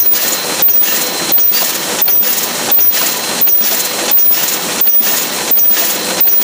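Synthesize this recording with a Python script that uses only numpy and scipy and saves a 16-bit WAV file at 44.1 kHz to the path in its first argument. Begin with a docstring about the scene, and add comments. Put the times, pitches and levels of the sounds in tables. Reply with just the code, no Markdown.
"""A very high squeal rings out over a rumbling, clattering machine that forms paper cups, close by.
The squeal is the ultrasonic welder, which seals a seam with a vibrating metal horn every 0.7 s.
In each cycle the drive rumbles, its motor whines, air jets hiss, cams and clamps strike and a
spinning tool scrapes the cup; now and then paper squeaks. The squeal overloads the recorder,
whose limiter turns the whole clatter down until the squeal has died away. The sound is mono."""
import sys
import numpy as np
from scipy import signal
from scipy.fft import rfft, irfft, next_fast_len
from scipy.io import wavfile
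from scipy.ndimage import uniform_filter1d, minimum_filter1d, map_coordinates

SR = 44100
rng = np.random.default_rng(int(sys.argv[2]) if len(sys.argv) > 2 else 0)


def wav_record(signal):
    """Record a signal, one row per channel, as 16-bit PCM in the file named by sys.argv[1]."""
    frames = np.transpose(np.atleast_2d(signal))
    bounded = np.clip(frames, -1, 1)
    # unit amplitude maps onto the largest positive 16-bit level
    quanta = np.round(bounded * 32767).astype(np.int16)
    wavfile.write(sys.argv[1], SR, quanta)


N = 283563
CYCLE_S = 0.6982


def amp(db):
    """Turn decibels into a number to multiply a sound by."""
    return 10 ** (np.asarray(db) / 20)


def unit(x):
    """Scale a sound so that its average strength (rms) is 1."""
    return x / np.sqrt(np.mean(np.abs(x) ** 2) + 1e-20)


def wobble(per_s):
    """A smooth curve that passes through per_s random values each second."""
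    points = rng.standard_normal(int(N * per_s / SR) + 4)
    return map_coordinates(points, [np.arange(N) * per_s / SR])


def colour(x, spectrum, resonances=()):
    """Make some pitches of a sound stronger and others weaker, then scale it to strength 1."""
    size = next_fast_len(N + 8192)
    hz = np.fft.rfftfreq(size, 1 / SR)
    points_hz, points_db = np.transpose(spectrum)
    level_db = np.interp(np.log(hz + 1), np.log(points_hz), points_db)
    for pitch_hz, width_hz, boost_db in resonances:
        level_db += boost_db / (1 + (2 * (hz - pitch_hz) / width_hz) ** 2)
    return unit(irfft(rfft(x, size) * amp(level_db), size)[:N])


def pitched_noise(pitch_hz, width_hz, samples):
    """Noise through one resonance: the narrower it is, the more it sounds like a note."""
    pole = np.exp((2j * np.pi * pitch_hz - np.pi * width_hz) / SR)
    ringing = signal.lfilter([1], np.poly([pole, pole]), rng.standard_normal(samples + SR // 8))
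    return unit(ringing.real[-samples:])


def add(out, start_s, x):
    """Mix the sound x into out, beginning at start_s."""
    start = round(start_s * SR)
    first, last = max(start, 0), min(start + len(x), N)
    if last > first:
        out[first:last] += x[first - start:last - start]


def current_cycle():
    """The columns of the cycle table, each value held for as long as its cycle lasts."""
    rows = np.array(CYCLES)
    started = np.searchsorted(rows[:, 0], np.arange(N) / SR, side="right")
    return rows[np.maximum(started - 1, 0)].T


def cycle_time():
    """Seconds since the welder last fired."""
    return np.arange(N) / SR - current_cycle()[0]


def cam(opens_s, length_s, ramp_s):
    """A cam is a shaped wheel: once a cycle it moves a part from off (0) to on (1) and back."""
    since_s = (cycle_time() - opens_s) % CYCLE_S
    return np.clip(np.minimum(since_s, length_s - since_s) / ramp_s, 0, 1)


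# One row for each machine cycle, which starts as the welder fires. The dB values raise or lower a sound.
# start_s, clamp_lag_s, clamp_db, chatter_db, squeal_db, cup_knock_db
CYCLES = [(-.077, .001, -7, 0, 0, -10), (.6215, 0.00081, .5, 1, 0, -5), (1.3196, 0, 1.5, 6, -1, 2),
          (2.0166, .004, 6.5, 3, 0, -5), (2.7151, 0.011, 3.5, 1, -1.5, 5), (3.413, 0, 2, 2, 0, 2),
          (4.1128, 0.00041, -2.5, -3, -0.5, 1), (4.8106, 0.0042, 0, -3, -0.5, -4),
          (5.5113, 0.0013, -2.5, -3, 1, 1.5), (6.2058, 0.0071, 3, 1, 0, -4)]
# The horn's weaker side tones, relative to its squeal: pitch_hz, level_db, width_hz
CHATTER_TONES = [(14572, -22, 16), (14787, -22, 16), (15221, -19, 16), (11208, -29, 260)]


def welder(pitch_hz=15005, flat_hz=55, settle_s=0.05, weld_db=2.5, attack_s=0.0024, weld_s=0.18,
           drop_db=8, drop_s=0.06, fade_db_per_s=69):
    """The horn squeals at a fraction of its ultrasonic pitch, starting flat and pulling up to tune."""
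    since_s = cycle_time()
    _, _, _, chatter_db, squeal_db, _ = current_cycle()
    # each weld starts with a surge; at its end the squeal drops and rings away
    surge_db = 2.5 * np.exp(-(since_s / 0.063) ** 4)
    after_s = np.maximum(since_s - weld_s, 0)
    fade_db = drop_db * np.minimum(after_s / drop_s, 1) + fade_db_per_s * after_s
    loudness = np.minimum(since_s / attack_s, 1) * amp(weld_db + squeal_db + surge_db - fade_db)
    hz = pitch_hz - flat_hz * np.exp(-since_s / settle_s) + 4 * wobble(25)
    whistle = np.sqrt(2) * np.sin(2 * np.pi * np.cumsum(hz) / SR)
    beating = amp(2.5 * wobble(45))  # reflections make the level waver
    horn = whistle * beating + 0.29 * pitched_noise(pitch_hz, width_hz=100, samples=N)
    # the horn chatters while it is pressed on the paper
    pressed = cam(opens_s=0.047, length_s=0.174, ramp_s=0.034) * amp(chatter_db)
    chatter = sum(amp(level_db + 1.4 * wobble(16)) * pitched_noise(side_hz, width_hz, N)
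                  for side_hz, level_db, width_hz in CHATTER_TONES)
    return loudness * (horn + pressed * chatter)


def drive_load(swing_db=2, peak_s=0.69):
    """How hard the drive works, in dB: it swings once a cycle and peaks as the press closes."""
    return swing_db * np.cos(2 * np.pi * (cycle_time() - peak_s) / CYCLE_S)


def contacts(per_s, spread_db=3):
    """A dense hail of tiny taps of uneven size."""
    happens = rng.random(N) < per_s / SR
    size = amp(spread_db * rng.standard_normal(N))
    return happens * size * rng.choice([-1, 1], N)


def steel_parts(taps_per_s, ring_s, parts):
    """Loose steel parts ring at every tap, each in its own way, fading by 60 dB in ring_s."""
    t = np.arange(SR // 10) / SR
    rings = rng.standard_normal((parts, len(t))) * amp(-60 * t / ring_s)
    return sum(signal.fftconvolve(contacts(taps_per_s), ring)[:N] for ring in rings)


# Pitches at which the machine's frame resonates: pitch_hz, width_hz, boost_db
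FRAME_RESONANCES = [(179, 84, 3.5), (239, 36, 4), (322, 83, 5), (402, 66, 3.5), (464, 34, -1.5),
                    (556, 32, 2.5), (603, 63, 2), (830, 110, 3), (1240, 330, -0.5), (1910, 950, 0.5),
                    (2790, 290, 1)]
# The deep tone of the shaking frame: pitch_hz, relative_db
RUMBLE_SPECTRUM = [(25, -54), (65, -49), (100, -10.5), (135, -11), (175, -1.5), (300, -2), (600, 0),
                   (950, -3.5), (1300, -12.5), (3000, -26), (16000, -70)]
# The bright tone of small rattling parts: pitch_hz, relative_db
RATTLE_SPECTRUM = [(100, -36), (600, -5), (1200, 0), (2200, .5), (3500, -1), (6500, -0.5), (8000, -4.5),
                   (11000, -9), (14000, -13.5), (15300, -3), (15800, -45)]


def drive(rumble_db=-25, rattle_db=-20, links_per_s=30, link_db=1):
    """Cams, chains and gears shake the frame: it rumbles with the load while small parts rattle."""
    load_db = drive_load()
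    # chain links drop onto their toothed wheel, so the rumble pulses
    pulse_db = link_db * np.cos(2 * np.pi * links_per_s * cycle_time())
    rumble = colour(contacts(per_s=2500), RUMBLE_SPECTRUM, FRAME_RESONANCES)
    rumble *= amp(rumble_db + load_db + pulse_db + 0.78 * wobble(22))
    loose_parts = steel_parts(taps_per_s=500, ring_s=0.042, parts=6)
    rattle = colour(loose_parts, RATTLE_SPECTRUM, FRAME_RESONANCES)
    rattle *= amp(rattle_db + 0.071 * load_db + 0.5 * wobble(70))
    return rumble + rattle


def tone(pitch_hz, wander_hz, flutter_db):
    """A pure note of strength 1, slightly unsteady in pitch and level."""
    turns = np.cumsum(pitch_hz + wander_hz * wobble(14)) / SR
    return unit(np.sin(2 * np.pi * turns) * amp(flutter_db * wobble(18)))


# How the motor's whine rises and falls in level: time_s, relative_db
WHINE_LEVELS = [(0.27, -28), (0.51, -29), (0.97, -29), (1.21, -25.5), (1.67, -32), (1.91, -37),
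                (2.369, -42), (2.61, -32.8), (3.069, -27), (3.31, -27), (3.76, -30), (4.0, -28.5),
                (4.46, -35), (4.7, -36), (5.16, -36), (5.4, -29), (5.86, -34.3), (6.101, -29.7)]
# The notes of gear teeth meeting, at middle load: pitch_hz, level_db
GEAR_TONES = [(495, -34), (990, -40), (522, -39)]


def motors(whine_hz=4117, whine_boost_db=0.5, load_follow=0.99):
    """The motor's power supply (an inverter) whines, and the hum of the gears swells with the load."""
    whine_db = np.interp(np.arange(N) / SR, *np.transpose(WHINE_LEVELS)) + whine_boost_db
    whine = amp(whine_db) * tone(whine_hz, wander_hz=3.9, flutter_db=2)
    gears = sum(amp(level_db) * tone(pitch_hz, wander_hz=2.97, flutter_db=4)
                for pitch_hz, level_db in GEAR_TONES)
    return whine + amp(load_follow * drive_load()) * gears


# The broad hiss of the blow-off jet: pitch_hz, relative_db
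BLOW_OFF_SPECTRUM = [(200, -55), (1500, -0.5), (3500, 0), (5500, 3.5), (7200, 3.5), (9000, -3), (13000, 2),
                     (15000, 2), (15700, -45)]
# The thinner hiss of the transfer jet and the leak: pitch_hz, relative_db
TRANSFER_SPECTRUM = [(500, -34), (4000, -8), (7500, 3.5), (9900, -1), (10500, -7.5), (15000, -10),
                     (15800, -50)]


def air_jets(blow_db=-14, opens_s=0.19, ramp_s=0.039, sag_db_per_s=55, transfer_db=-26, leak_db=-38):
    """Two air valves open in turn over a steady leak; the blow-off jet fades as its pressure sags."""
    since_s = (cycle_time() - opens_s) % CYCLE_S
    sag_db = sag_db_per_s * np.maximum(since_s - ramp_s, 0)
    pressure = amp(blow_db - sag_db + 2 * wobble(60))
    blow_valve = cam(opens_s, length_s=0.29, ramp_s=ramp_s)
    blow_off = colour(rng.standard_normal(N), BLOW_OFF_SPECTRUM) * blow_valve * pressure
    transfer_valve = cam(opens_s=0.506, length_s=0.22, ramp_s=0.03)
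    thin_hiss = colour(rng.standard_normal(N), TRANSFER_SPECTRUM)
    return blow_off + thin_hiss * (amp(transfer_db) * transfer_valve + amp(leak_db))


# The tone of steel hitting steel: pitch_hz, relative_db
CLASH_SPECTRUM = [(100, -26), (500, -3.5), (1500, -1), (2800, 1.5), (4500, -2.5), (7000, 3.5), (10000, -25),
                  (15000, -16), (15800, -50)]
# The blows in every cycle, timed from its start. A ring fades by 60 dB in ring_s.
# offset_s, clash_db, cutoff_hz, thud_db, ring_hz, ring_db, ring_s
BLOWS = [(.045, -30, 4070, -26, 803, -19, .1), (.058, -6, 4030, -22, 4390, -9, .05),
         (.059, -18, 3000, -32, 2720, -13, .06), (.073, -13.5, 15000, -33, 6570, -9.5, 0.098),
         (.079, -19.5, 15000, -31, 5816, -8, 0.28), (.08, -34, 9000, -36, 382, -19.5, 0.28),
         (.133, -16.5, 4000, -23, 538, -21, .09), (.191, -21, 5000, -17.5, 218.5, -19, 0.16),
         (.208, -14, 12000, -24, 3470, -19, .08), (.228, -14, 12000, -28, 4750, -22.5, .11),
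         (.254, -12, 9100, -27, 1760, -22, 0.13), (.262, -18.5, 9000, -32, 2795, -23.5, 0.26),
         (.298, -19, 9000, -28, 1056, -23, 0.099), (.307, -21, 5000, -25, 664, -20, .13),
         (.325, -23, 9000, -30, 1855, -24.5, 0.2), (.449, -26, 5000, -29, 980, -31, 0.12),
         (0.575, -12.5, 2790, -25, 963.7, -38, .17), (.596, -15, 3504, -26.5, 324, -25, 0.17),
         (.668, -13, 8000, -29, 814, -22, 0.15), (.682, -16.5, 7980, -26, 3480, -21.5, 0.084)]


def cams_and_clamps(alike=0.44, attack_s=0.00098, fade_s=0.11, vary_db=1.13, jitter_s=0.0012):
    """Each part strikes once a cycle: a steel clash, a thud of the frame and the part's own ring."""
    out, t = np.zeros(N), np.arange(SR // 3) / SR
    steel = steel_parts(taps_per_s=3000, ring_s=0.018, parts=3)
    clashes = colour(steel, CLASH_SPECTRUM, FRAME_RESONANCES)
    thuds = colour(rng.standard_normal(N), RUMBLE_SPECTRUM, FRAME_RESONANCES)
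    rise = 1 - np.exp(-t / attack_s)
    fade = amp(-60 * t / fade_s)  # the frame damps every blow alike
    for offset_s, clash_db, cutoff_hz, thud_db, ring_hz, ring_db, ring_s in BLOWS:
        dulling = signal.butter(3, cutoff_hz, fs=SR)  # softer contacts are duller

        def strike():
            """One fresh hit of this part."""
            at = rng.integers(N - len(t))
            clash = amp(clash_db) * signal.lfilter(*dulling, clashes[at:at + len(t)])
            thud = amp(thud_db) * thuds[at:at + len(t)]
            ring = pitched_noise(ring_hz, 0.069 * ring_hz, len(t)) * amp(ring_db - 60 * t / ring_s)
            return ((clash + thud) * fade + ring) * rise

        usual = strike()  # the same parts meet in much the same way each time
        # the seam clamp shuts early and chinks just after; later the cup seats with a hollow knock
        clamp_shuts = offset_s < 0.068
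        part_of_clamp = offset_s < 0.1
        cup_seats = 0.29 < offset_s < 0.315
        for start_s, clamp_lag_s, clamp_db, _, _, cup_knock_db in CYCLES:
            louder, later = rng.standard_normal(2)
            blow = np.sqrt(alike) * usual + np.sqrt(1 - alike) * strike()
            level_db = clamp_shuts * clamp_db + cup_seats * cup_knock_db + vary_db * louder
            hit_s = start_s + offset_s + part_of_clamp * clamp_lag_s + jitter_s * later
            add(out, hit_s, amp(level_db) * blow)
    return out


# The sharp tone of scraped paper: pitch_hz, relative_db
SCRAPE_SPECTRUM = [(1000, -22), (5000, -7), (6400, -1), (7000, 3.5), (7600, -1.5), (10000, -6.5),
                   (13000, -5.5), (15000, -4), (15700, -45)]


def curling_tool(scrape_db=-14, scrape_s=0.0075, turn_s=0.05256, touch_at_s=0.284, vary_db=2):
    """While its cam holds it against the cup, the spinning tool scrapes the paper once a turn."""
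    # the tool spins freely, out of step with the cycle
    from_touch_s = (np.arange(N) / SR - touch_at_s + turn_s / 2) % turn_s - turn_s / 2
    touch = np.exp(-0.5 * (from_touch_s / scrape_s) ** 2)
    held = cam(opens_s=0.28, length_s=0.2, ramp_s=0.055)
    scrape = colour(rng.standard_normal(N), SCRAPE_SPECTRUM)
    return scrape * touch * held * amp(scrape_db + vary_db * wobble(19))


# Squeaks of rubbing paper, and the whistles near 7 kHz of some of the spinning tool's scrapes: peak_s,
# pitch_hz, level_db, half_length_s
SQUEAKS = [(.331, 7000, -16, 0.012), (.85, 6330, -23, .012), (0.885, 2770, -22, 0.016),
           (.916, 1820, -25, .015), (1.571, 4680, -13, 0.02), (1.578, 2760, -21, 0.018),
           (3.65, 5660, -16, 0.021), (4.351, 5470, -18, .018), (4.522, 6940, -24, .025),
           (5.025, 3470, -20, 0.012), (5.191, 6900, -21, .025), (5.777, 1230, -25, 0.0082)]


def paper_squeaks():
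    """Paper rubs on the cone that shapes the cup, and some scrapes of the spinning tool whistle; each squeak
    swells and fades at one pitch."""
    out, t = np.zeros(N), np.arange(-SR // 10, SR // 10) / SR
    for peak_s, pitch_hz, level_db, half_length_s in SQUEAKS:
        rub = pitched_noise(pitch_hz, width_hz=0.05 * pitch_hz, samples=len(t))
        swell = np.exp(-0.5 * (t / half_length_s) ** 2)
        add(out, peak_s + t[0], amp(level_db) * rub * swell)
    return out


def scene():
    """The whole machine, the same in the left and right channels."""
    machine = drive() + cams_and_clamps() + curling_tool() + paper_squeaks()
    machine += motors() + air_jets() + welder()
    return np.array([machine, machine])


def limiter(x, ceiling=0.77, hold_s=0.0044, release_db_per_s=150):
    """Loud peaks turn the volume down at once; after a short hold it climbs back."""
    over_db = 20 * np.log10(np.maximum(np.abs(x).max(axis=0) / ceiling, 1))
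    span = int(hold_s * SR) | 1  # an odd number of samples
    held_db = -minimum_filter1d(-over_db, span, origin=span // 2)
    climb_db = release_db_per_s * np.arange(N) / SR
    cut_db = np.maximum.accumulate(held_db + climb_db) - climb_db
    smooth_gain_db = uniform_filter1d(minimum_filter1d(-cut_db, size=65), size=65)
    return x * amp(smooth_gain_db)


def record(dry, top_hz=15900):
    """The recorder limits the level and keeps no pitch above top_hz."""
    size = next_fast_len(N + 8192)
    kept = np.fft.rfftfreq(size, 1 / SR) < top_hz
    return irfft(rfft(limiter(dry), size) * kept, size)[:, :N]


dry = scene()
out = record(dry)
wav_record(out)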